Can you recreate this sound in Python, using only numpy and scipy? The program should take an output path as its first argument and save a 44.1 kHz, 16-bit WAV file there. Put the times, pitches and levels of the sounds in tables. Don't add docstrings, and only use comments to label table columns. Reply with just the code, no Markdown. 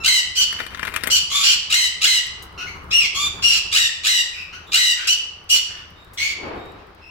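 import sys
import numpy as np
from scipy import signal
from scipy.fft import rfft, irfft
from scipy.io import wavfile
from scipy.ndimage import uniform_filter1d

SR = 44100
rng = np.random.default_rng(int(sys.argv[2]) if len(sys.argv) > 2 else 0)


def output_pcm(signal):
    pcm = np.clip(np.atleast_2d(signal).T, -1, 1) * 32767
    wavfile.write(sys.argv[1], SR, np.round(pcm).astype(np.int16))


N = 313110
TIME = np.arange(N) / SR
TOP_HZ = 16000


def undb(db):
    return 10 ** (np.asarray(db) / 20)


def unit(x):
    return x / np.sqrt(np.mean(x ** 2) + 1e-18)


def at_hz(table, hz):
    points, values = np.transpose(table)
    return np.interp(np.log(np.maximum(hz, 1)), np.log(points), values)


def noise(colour, size):
    gain = undb(at_hz(colour, np.fft.rfftfreq(size, 1 / SR)))
    return unit(irfft(rfft(rng.standard_normal(size)) * gain, size))


def band(x, lo_hz, hi_hz, order=2):
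    return signal.sosfilt(signal.butter(order, [lo_hz, hi_hz], "band", fs=SR, output="sos"), x)


def wobble(hz, size, spread=2):
    return unit(band(rng.standard_normal(size), hz / spread, hz * spread))


def add(track, s, sound):
    start = int(s * SR)
    track[start:start + len(sound)] += sound[:max(N - start, 0)]


def diffuse(colour, wide_hz=600):
    mid, other = noise(colour, N), noise(colour, N)
    side = signal.sosfilt(signal.butter(1, wide_hz, "high", fs=SR, output="sos"), other)
    return unit(np.array([mid + side, mid - side]))


def evened(response, width_hz=500):
    spectrum = rfft(response)
    broad = uniform_filter1d(np.abs(spectrum) ** 2, size=int(width_hz * len(response) / SR))
    return irfft(spectrum / np.sqrt(broad), len(response))[:len(response) // 2]


# (frequency [Hz], time to fall 60 dB [s])
ROOM_T60 = [(200, 0.41), (1500, 0.55), (3000, 0.75), (6000, 0.41), (10000, 0.45), (16000, 0.15)]
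def room(x, lag_ms, cage_db, room_db, cage_t60, pan_db=0):
    t = np.arange(SR) / SR
    edges = np.geomspace(100, 18000, 10)
    out = []
    for side in (1, -1):
        white = rng.standard_normal(SR)
        tail = sum(band(white, lo, hi, order=3) * undb(-60 * t / at_hz(ROOM_T60, np.sqrt(lo * hi)))
                   for lo, hi in zip(edges, edges[1:]))
        tail = unit(tail * (1 - np.exp(-t / 0.0065)))
        cage = unit(rng.standard_normal(SR) ** 3 * undb(-60 * t / cage_t60) * (t > .001))
        reflections = (undb(room_db) * tail + undb(cage_db) * cage) / np.sqrt(SR)
        direct = np.sinc((t - (1 + side * lag_ms) / 2000) * SR)
        out.append(signal.fftconvolve(x, evened(direct + reflections))[:N] * undb(side * pan_db / 2))
    return np.array(out)


# (frequency [Hz], relative level [dB])
AIR_COLOUR = [(25, -9), (50, 3), (88, -14), (130, -28), (300, -10.5), (600, -12), (1200, -10), (2800, -18),
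              (5000, -25), (9000, -54), (15000, -46.5)]
def room_tone(air_db=-50.5, hum_hz=82.4, hum_db=-59.5):
    air = diffuse(AIR_COLOUR) * undb(air_db + wobble(3.3, N))
    hum = unit(np.sin(2 * np.pi * hum_hz * TIME)) * undb(hum_db + 1.8 * wobble(2.2, N))
    return air + hum


# (time [s], level [dB])
RUMBLE_SWELLS = [(0.0, -40.5), (0.2, -51), (0.87, -43), (2.23, -54.5), (2.29, -46.5), (2.81, -39.5),
                 (3.1, -46), (3.46, -37), (3.5, -43), (4.19, -57.5), (4.71, -45.5), (4.9, -61.5),
                 (5.46, -50.5), (6.41, -49), (6.45, -43), (7.1, -54)]
# (frequency [Hz], relative level [dB])
RUMBLE_COLOUR = [(25, -9), (80, 4.5), (140, -8.5), (175, -2.5), (220, -13.5), (380, -10), (600, -19.5),
                 (1200, -9.5), (4000, -46)]
def cage_rumble(gain_db=1):
    swell = undb(np.interp(TIME, *np.transpose(RUMBLE_SWELLS)))
    return diffuse(RUMBLE_COLOUR) * swell * undb(gain_db + 2 * wobble(8.6, N))


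# (frequency [Hz], relative level [dB])
THUD_COLOUR = [(80, -9), (200, -3.5), (330, 5), (430, 4), (560, -1), (750, 0), (1400, -8), (2500, -14),
               (5000, -31), (12000, -80)]
def distant_thud(peak_s=6.45, db=-31.5, attack_s=0.043, hold_s=0.081, fade_db_per_s=50):
    since = TIME - peak_s
    attack = np.exp(np.minimum(since, 0) / attack_s)
    return diffuse(THUD_COLOUR) * attack * undb(db - fade_db_per_s * np.maximum(since - hold_s, 0))


# (time [s], fade [s], level [dB])
BRUSHES = [(2.266, .003, -37), (2.423, 0.018, -37.5), (6.046, 0.0022, -47), (6.134, 0.021, -41),
           (6.72, .002, -49)]
def wire_ticks(per_s=5, loudest_db=-43, tick_s=0.0012):
    out = np.zeros(N)
    t = np.arange(SR // 12) / SR
    touches = [(place * N / SR, tick_s, loudest_db + 20 * np.log10(strength))
               for place, strength in rng.random((int(per_s * N / SR), 2))]
    for s, fade_s, db in BRUSHES + touches:
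        add(out, s, undb(db) * rng.standard_normal(len(t)) * np.exp(-t / fade_s))
    return room(band(out, 5500, TOP_HZ, order=1), lag_ms=0, cage_db=-1, room_db=-16, cage_t60=0.028)


# (frequency [Hz], width [Hz], gain [dB])
TRAY_MODES = [(450, 690, 4), (1450, 220, 8), (1983, 1000, 13), (2750, 380, -38.5)]
def tray(push):
    modes = sum(undb(db) * band(push, hz - width / 2, hz + width / 2, order=1)
                for hz, width, db in TRAY_MODES)
    return band(modes, 60, 4200)


# (time [s], level [dB], relative tick level [dB])
TAPS = [(0.527, -19.5, -8), (0.603, -11, -25), (0.665, -21, -6.5), (0.747, -17, -30), (0.794, -17, -18),
        (0.83, -12, -22), (0.851, -15, -14), (0.878, -12.5, -19), (0.939, -24, -5), (0.962, -8, -5.5),
        (1.036, -10.5, -5.5), (1.072, -10, -1)]
def claws(tick_boost_db=6, push_s=0.0013, tick_s=0.00042, slide_db=-22, slide_s=0.048, grit_db=-17):
    t = np.arange(SR // 40) / SR
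    slips = rng.standard_normal(N) * undb(6 * wobble(74, N))
    slide = np.max([undb(db + slide_db) * np.exp(-np.abs(TIME - s) / slide_s)
                    for s, db, _ in TAPS], axis=0)
    grit = undb(grit_db) * unit(band(slips, 10000, TOP_HZ, order=1))
    out = (unit(tray(slips)) + grit) * slide
    for s, db, tick_db in TAPS:
        push, tip = rng.standard_normal((2, len(t)))
        body = tray(push * np.exp(-t / push_s))
        tick = band(tip * np.exp(-t / tick_s), 2100, 15000, order=1)
        tap = body / np.abs(body).max() + undb(tick_boost_db + tick_db) * tick / np.abs(tick).max()
        add(out, s, undb(db) * tap)
    return room(out, lag_ms=0.092, cage_db=-1.5, room_db=-20, cage_t60=0.046, pan_db=10)


def course(start, rise_s, fall_s):
    t = np.arange(0, rise_s + fall_s, 1 / SR)
    return start + t, np.clip(1 - t / rise_s, 0, 1), np.clip((t - rise_s) / fall_s, 0, 1)


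def syrinx(call, throat, jitter, rasp_db, throb, throb_hz, parts=2, bright=0.4):
    t, pitch, db, split_db, rough = call
    size = len(t)
    flap = wobble(throb_hz, size, spread=1.392)
    shake = 1.3 * np.tanh(flap + .25 * wobble(260, size) + .45 * wobble(30, size))
    hz = pitch * (1 + jitter * rough * shake)
    phase = 2 * np.pi * np.cumsum(hz) / SR
    tone, power = np.zeros(size), np.full(size, 1e-12)
    for k in range(1, int(parts * TOP_HZ / np.min(pitch)) + 1):
        partial_hz = hz * k / parts
        gain = undb(at_hz(throat, partial_hz) + split_db * (k % parts > 0)) * (partial_hz < TOP_HZ)
        tone += gain * np.sin(phase * k / parts + rng.uniform(0, 2 * np.pi))
        power += gain ** 2 / 2
    tone /= np.sqrt(uniform_filter1d(power, size=256))
    rasp = undb(rasp_db) * rough ** 2
    voice = (tone + rasp * noise(throat, size)) / np.sqrt(1 + rasp ** 2)
    edge = np.clip(np.minimum((t - t[0]) / 0.0029, (t[-1] - t) / 0.0028), 0, 1)
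    effort = unit(np.exp(throb * rough ** 2 * shake)) * undb(db) * edge
    treble = signal.sosfiltfilt(signal.butter(2, 7500, "high", fs=SR, output="sos"), voice)
    return effort * (voice + treble * (unit(effort) ** bright - 1))


# (time [s], length [s], pitch [Hz], level [dB], roughness [0-1])
ANSWERS = [(0, 0.054, 1348, -32.5, .05), (2.575, 0.054, 1363, -28.5, 0.59), (2.665, 0.028, 2153, -29.5, .4),
           (4.33, 0.091, 2487, -31, .5), (4.525, 0.028, 1396, -32, 0.64), (4.664, 0.12, 3660, -42.5, 0.42),
           (4.961, 0.1, 1450, -29, .9), (5.68, .13, 1560, -41.5, 1), (5.955, 0.088, 3720, -53, 0.18),
           (6.569, 0.14, 3770, -52, 0.13), (6.782, .026, 1310, -52, 0.37), (7.014, 0.14, 2656, -43, 0.22)]
# (frequency [Hz], gain [dB])
FAR_THROAT = [(700, -22.5), (1400, -5), (2700, 0), (4000, -13), (6000, -11.5), (8000, -34.5)]
def far_parrots(glide=0.028):
    out = np.zeros(N)
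    for s, length, hz, db, rough in ANSWERS:
        t, rise, fall = course(s, length / 2, length / 2)
        call = t, hz * (1 + glide * (fall - rise) / 2), db, 0, rough
        add(out, s, syrinx(call, FAR_THROAT, jitter=.11, rasp_db=0, throb=.6, throb_hz=80, parts=1))
    return room(out, lag_ms=0, cage_db=8, room_db=0.5, cage_t60=0.36)


def arched_calls(rows, throat, fade_db, onset_strain, end_strain, break_db, **voice):
    out = np.zeros(N)
    for start, rise_s, fall_s, crest_hz, scoop, sag, crest_db, onset_db, split_db, rough, tilt in rows:
        t, rise, fall = course(start, rise_s, fall_s)
        strain = np.clip(onset_strain * rise ** 1.3 + end_strain * fall ** 1.01, 0, 1)
        pitch = crest_hz * (1 - scoop * rise ** 2 - sag * fall ** 2)
        level = crest_db + onset_db * rise ** 1.95 + fade_db * fall
        call = t, pitch, level, split_db + break_db * strain, rough + (1 - rough) * strain
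        opened = [(hz, db + tilt * np.log2(hz)) for hz, db in throat]
        add(out, start, syrinx(call, opened, **voice))
    return out


# (time [s], rise [s], fall [s], crest pitch [Hz], scoop [share], sag [share], crest [dB],
# onset [dB re crest], crest subharmonics [dB], crest roughness [0-1], tilt [dB/octave])
YELPS = [(1.298, .07, .067, 3432, .12, 0.0071, -16.5, -10, -2, 1, 0.44),
         (3.145, .105, .025, 3568, .11, 0.0043, -20, -2, -1.5, 0.52, -0.38)]
# (frequency [Hz], gain [dB])
YELP_THROAT = [(600, -57), (1150, -3.5), (1600, -17), (2300, -2.5), (3500, 4), (4600, -3), (5800, -7.5),
               (7100, -0.5), (9000, -26.5), (10700, -14.5), (15000, -27.5)]
def yelps():
    return arched_calls(YELPS, YELP_THROAT, fade_db=-2.5, onset_strain=.1, end_strain=.3, break_db=1,
                        jitter=.048, rasp_db=-1, throb=0.51, throb_hz=98, parts=3)


CRIES = [(2.905, .055, .1, 2823, .15, .3, -10, -15.5, -17, 0.35, 0.31),
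         (6.172, .07, 0.0855, 2199, 0.14, 0.013, -18.5, -5.5, -41, 0.73, 0.31)]
# (frequency [Hz], gain [dB])
CRY_THROAT = [(700, -25), (1500, -19), (2200, -3), (2800, 0.5), (3500, -3.5), (4300, -10), (5500, -6.5),
              (6600, -16), (8200, -18.5), (9500, -42), (11000, -30.5), (14000, -33)]
def cries():
    return arched_calls(CRIES, CRY_THROAT, fade_db=-9, onset_strain=1, end_strain=0.57, break_db=23.5,
                        jitter=.048, rasp_db=-1, throb=0.55, throb_hz=73.5)


SCREECHES = [(.35, 0.039, 0.046, 3026, 0.041, 0.065, -9.5, -17, -15.5, 0.2, 0),
             (1.098, .032, 0.052, 3005, 0.043, 0.055, -9, -10, -11.5, 0.27, 1.5),
             (1.43, .07, 0.044, 2990, .09, .06, -10.5, -1.5, -10, 0.67, -1),
             (3.42, 0.036, .125, 2814, 0.0407, 0.055, -10.5, -11.5, -18, 0.33, -1),
             (5.069, .045, 0.021, 2998, 0.2, 0.013, -11, -2.5, -14, 0, 0),
             (5.489, 0.0215, 0.066, 2937, .22, 0.044, -9.5, -19.5, -17, 0.39, 2)]
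# (frequency [Hz], gain [dB])
SCREECH_THROAT = [(600, -50.5), (1400, -23), (2100, -16), (2900, -0.5), (3700, -13), (4600, -3.5),
                  (5950, -9.5), (6400, -20), (7100, -6.5), (8500, -22), (9600, -31.5), (11200, -21.5),
                  (13500, -34), (15200, -29.5)]
def screeches():
    return arched_calls(SCREECHES, SCREECH_THROAT, fade_db=-6.5, onset_strain=0.99, end_strain=1,
                        break_db=20, jitter=.052, rasp_db=4, throb=0.11, throb_hz=104, bright=0.25)


# (time [s], rattle [s], held [s], pitch [Hz], level [dB])
SQUAWKS = [(.034, 0.048, 0.13, 2047, -14), (1.695, 0.056, 0.13, 2056, -15.5),
           (2.007, 0.062, 0.13, 2043, -14.5), (3.713, 0.07, 0.098, 1909, -15),
           (4.032, .049, .144, 1979, -15.5), (4.715, 0.064, 0.16, 1995, -14.5)]
# (frequency [Hz], gain [dB])
SQUAWK_THROAT = [(600, -22.5), (1050, -20.5), (1350, -6.5), (2030, -2.5), (2400, -2), (2700, 8), (4050, 1),
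                 (4750, 0.5), (5750, -4.5), (6400, -7.5), (7400, -1.5), (9000, -19), (13000, -21),
                 (15500, -25.5)]
def squawks(leap=.3, climb=.17, sag=.07, leap_s=.024, attack_s=0.023, settle_s=0.017, release_s=0.017,
            rattle_rough=0.93, held_rough=0.37):
    out = np.zeros(N)
    for start, rattle_s, held_s, hz, db in SQUAWKS:
        t, rise, fall = course(start, rattle_s, held_s)
        since_leap = t - start - rattle_s
        low = np.clip(-since_leap / leap_s, 0, 1)
        pitch = hz * (1 - leap * low) * (1 - climb * rise) * (1 - sag * fall ** 2)
        attack = np.clip(1 - (t - start) / attack_s, 0, 1)
        accent = np.exp(-np.abs(since_leap) / settle_s)
        release = np.clip(1 - (t[-1] - t) / release_s, 0, 1)
        level_db = db - 9 * attack + 1.5 * accent - 8 * release
        split_db = -11 + 8 * fall
        unsettled = np.exp(-np.maximum(since_leap + leap_s / 2, 0) / settle_s)
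        rough = held_rough + (rattle_rough - held_rough) * unsettled
        add(out, start, syrinx((t, pitch, level_db, split_db, rough), SQUAWK_THROAT,
                               jitter=.075, rasp_db=-4, throb=0.86, throb_hz=72.2, bright=0.71))
    return out


def scene():
    left_calls = squawks()
    right_calls = screeches() + cries() + yelps()
    near = room(left_calls, lag_ms=-0.29, cage_db=7, room_db=2.5, cage_t60=0.048)
    near += room(right_calls, lag_ms=0.097, cage_db=7.5, room_db=1, cage_t60=0.095)
    return near + far_parrots() + claws() + wire_ticks() + room_tone() + cage_rumble() + distant_thud()


# (frequency [Hz], left minus right [dB])
PORT_BALANCE = [(2500, 2), (4200, -2.5), (6000, -2), (8500, 7), (14000, -0.5)]
def record(dry):
    balance_db = at_hz(PORT_BALANCE, np.fft.rfftfreq(N, 1 / SR))
    heard = irfft(rfft(dry) * undb([balance_db / 2, -balance_db / 2]), N)
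    low_pass = signal.ellip(8, .2, 70, TOP_HZ, fs=SR, output="sos")
    return signal.sosfilt(low_pass, 1.042 * np.tanh(heard))


dry = scene()
out = record(dry)
output_pcm(out)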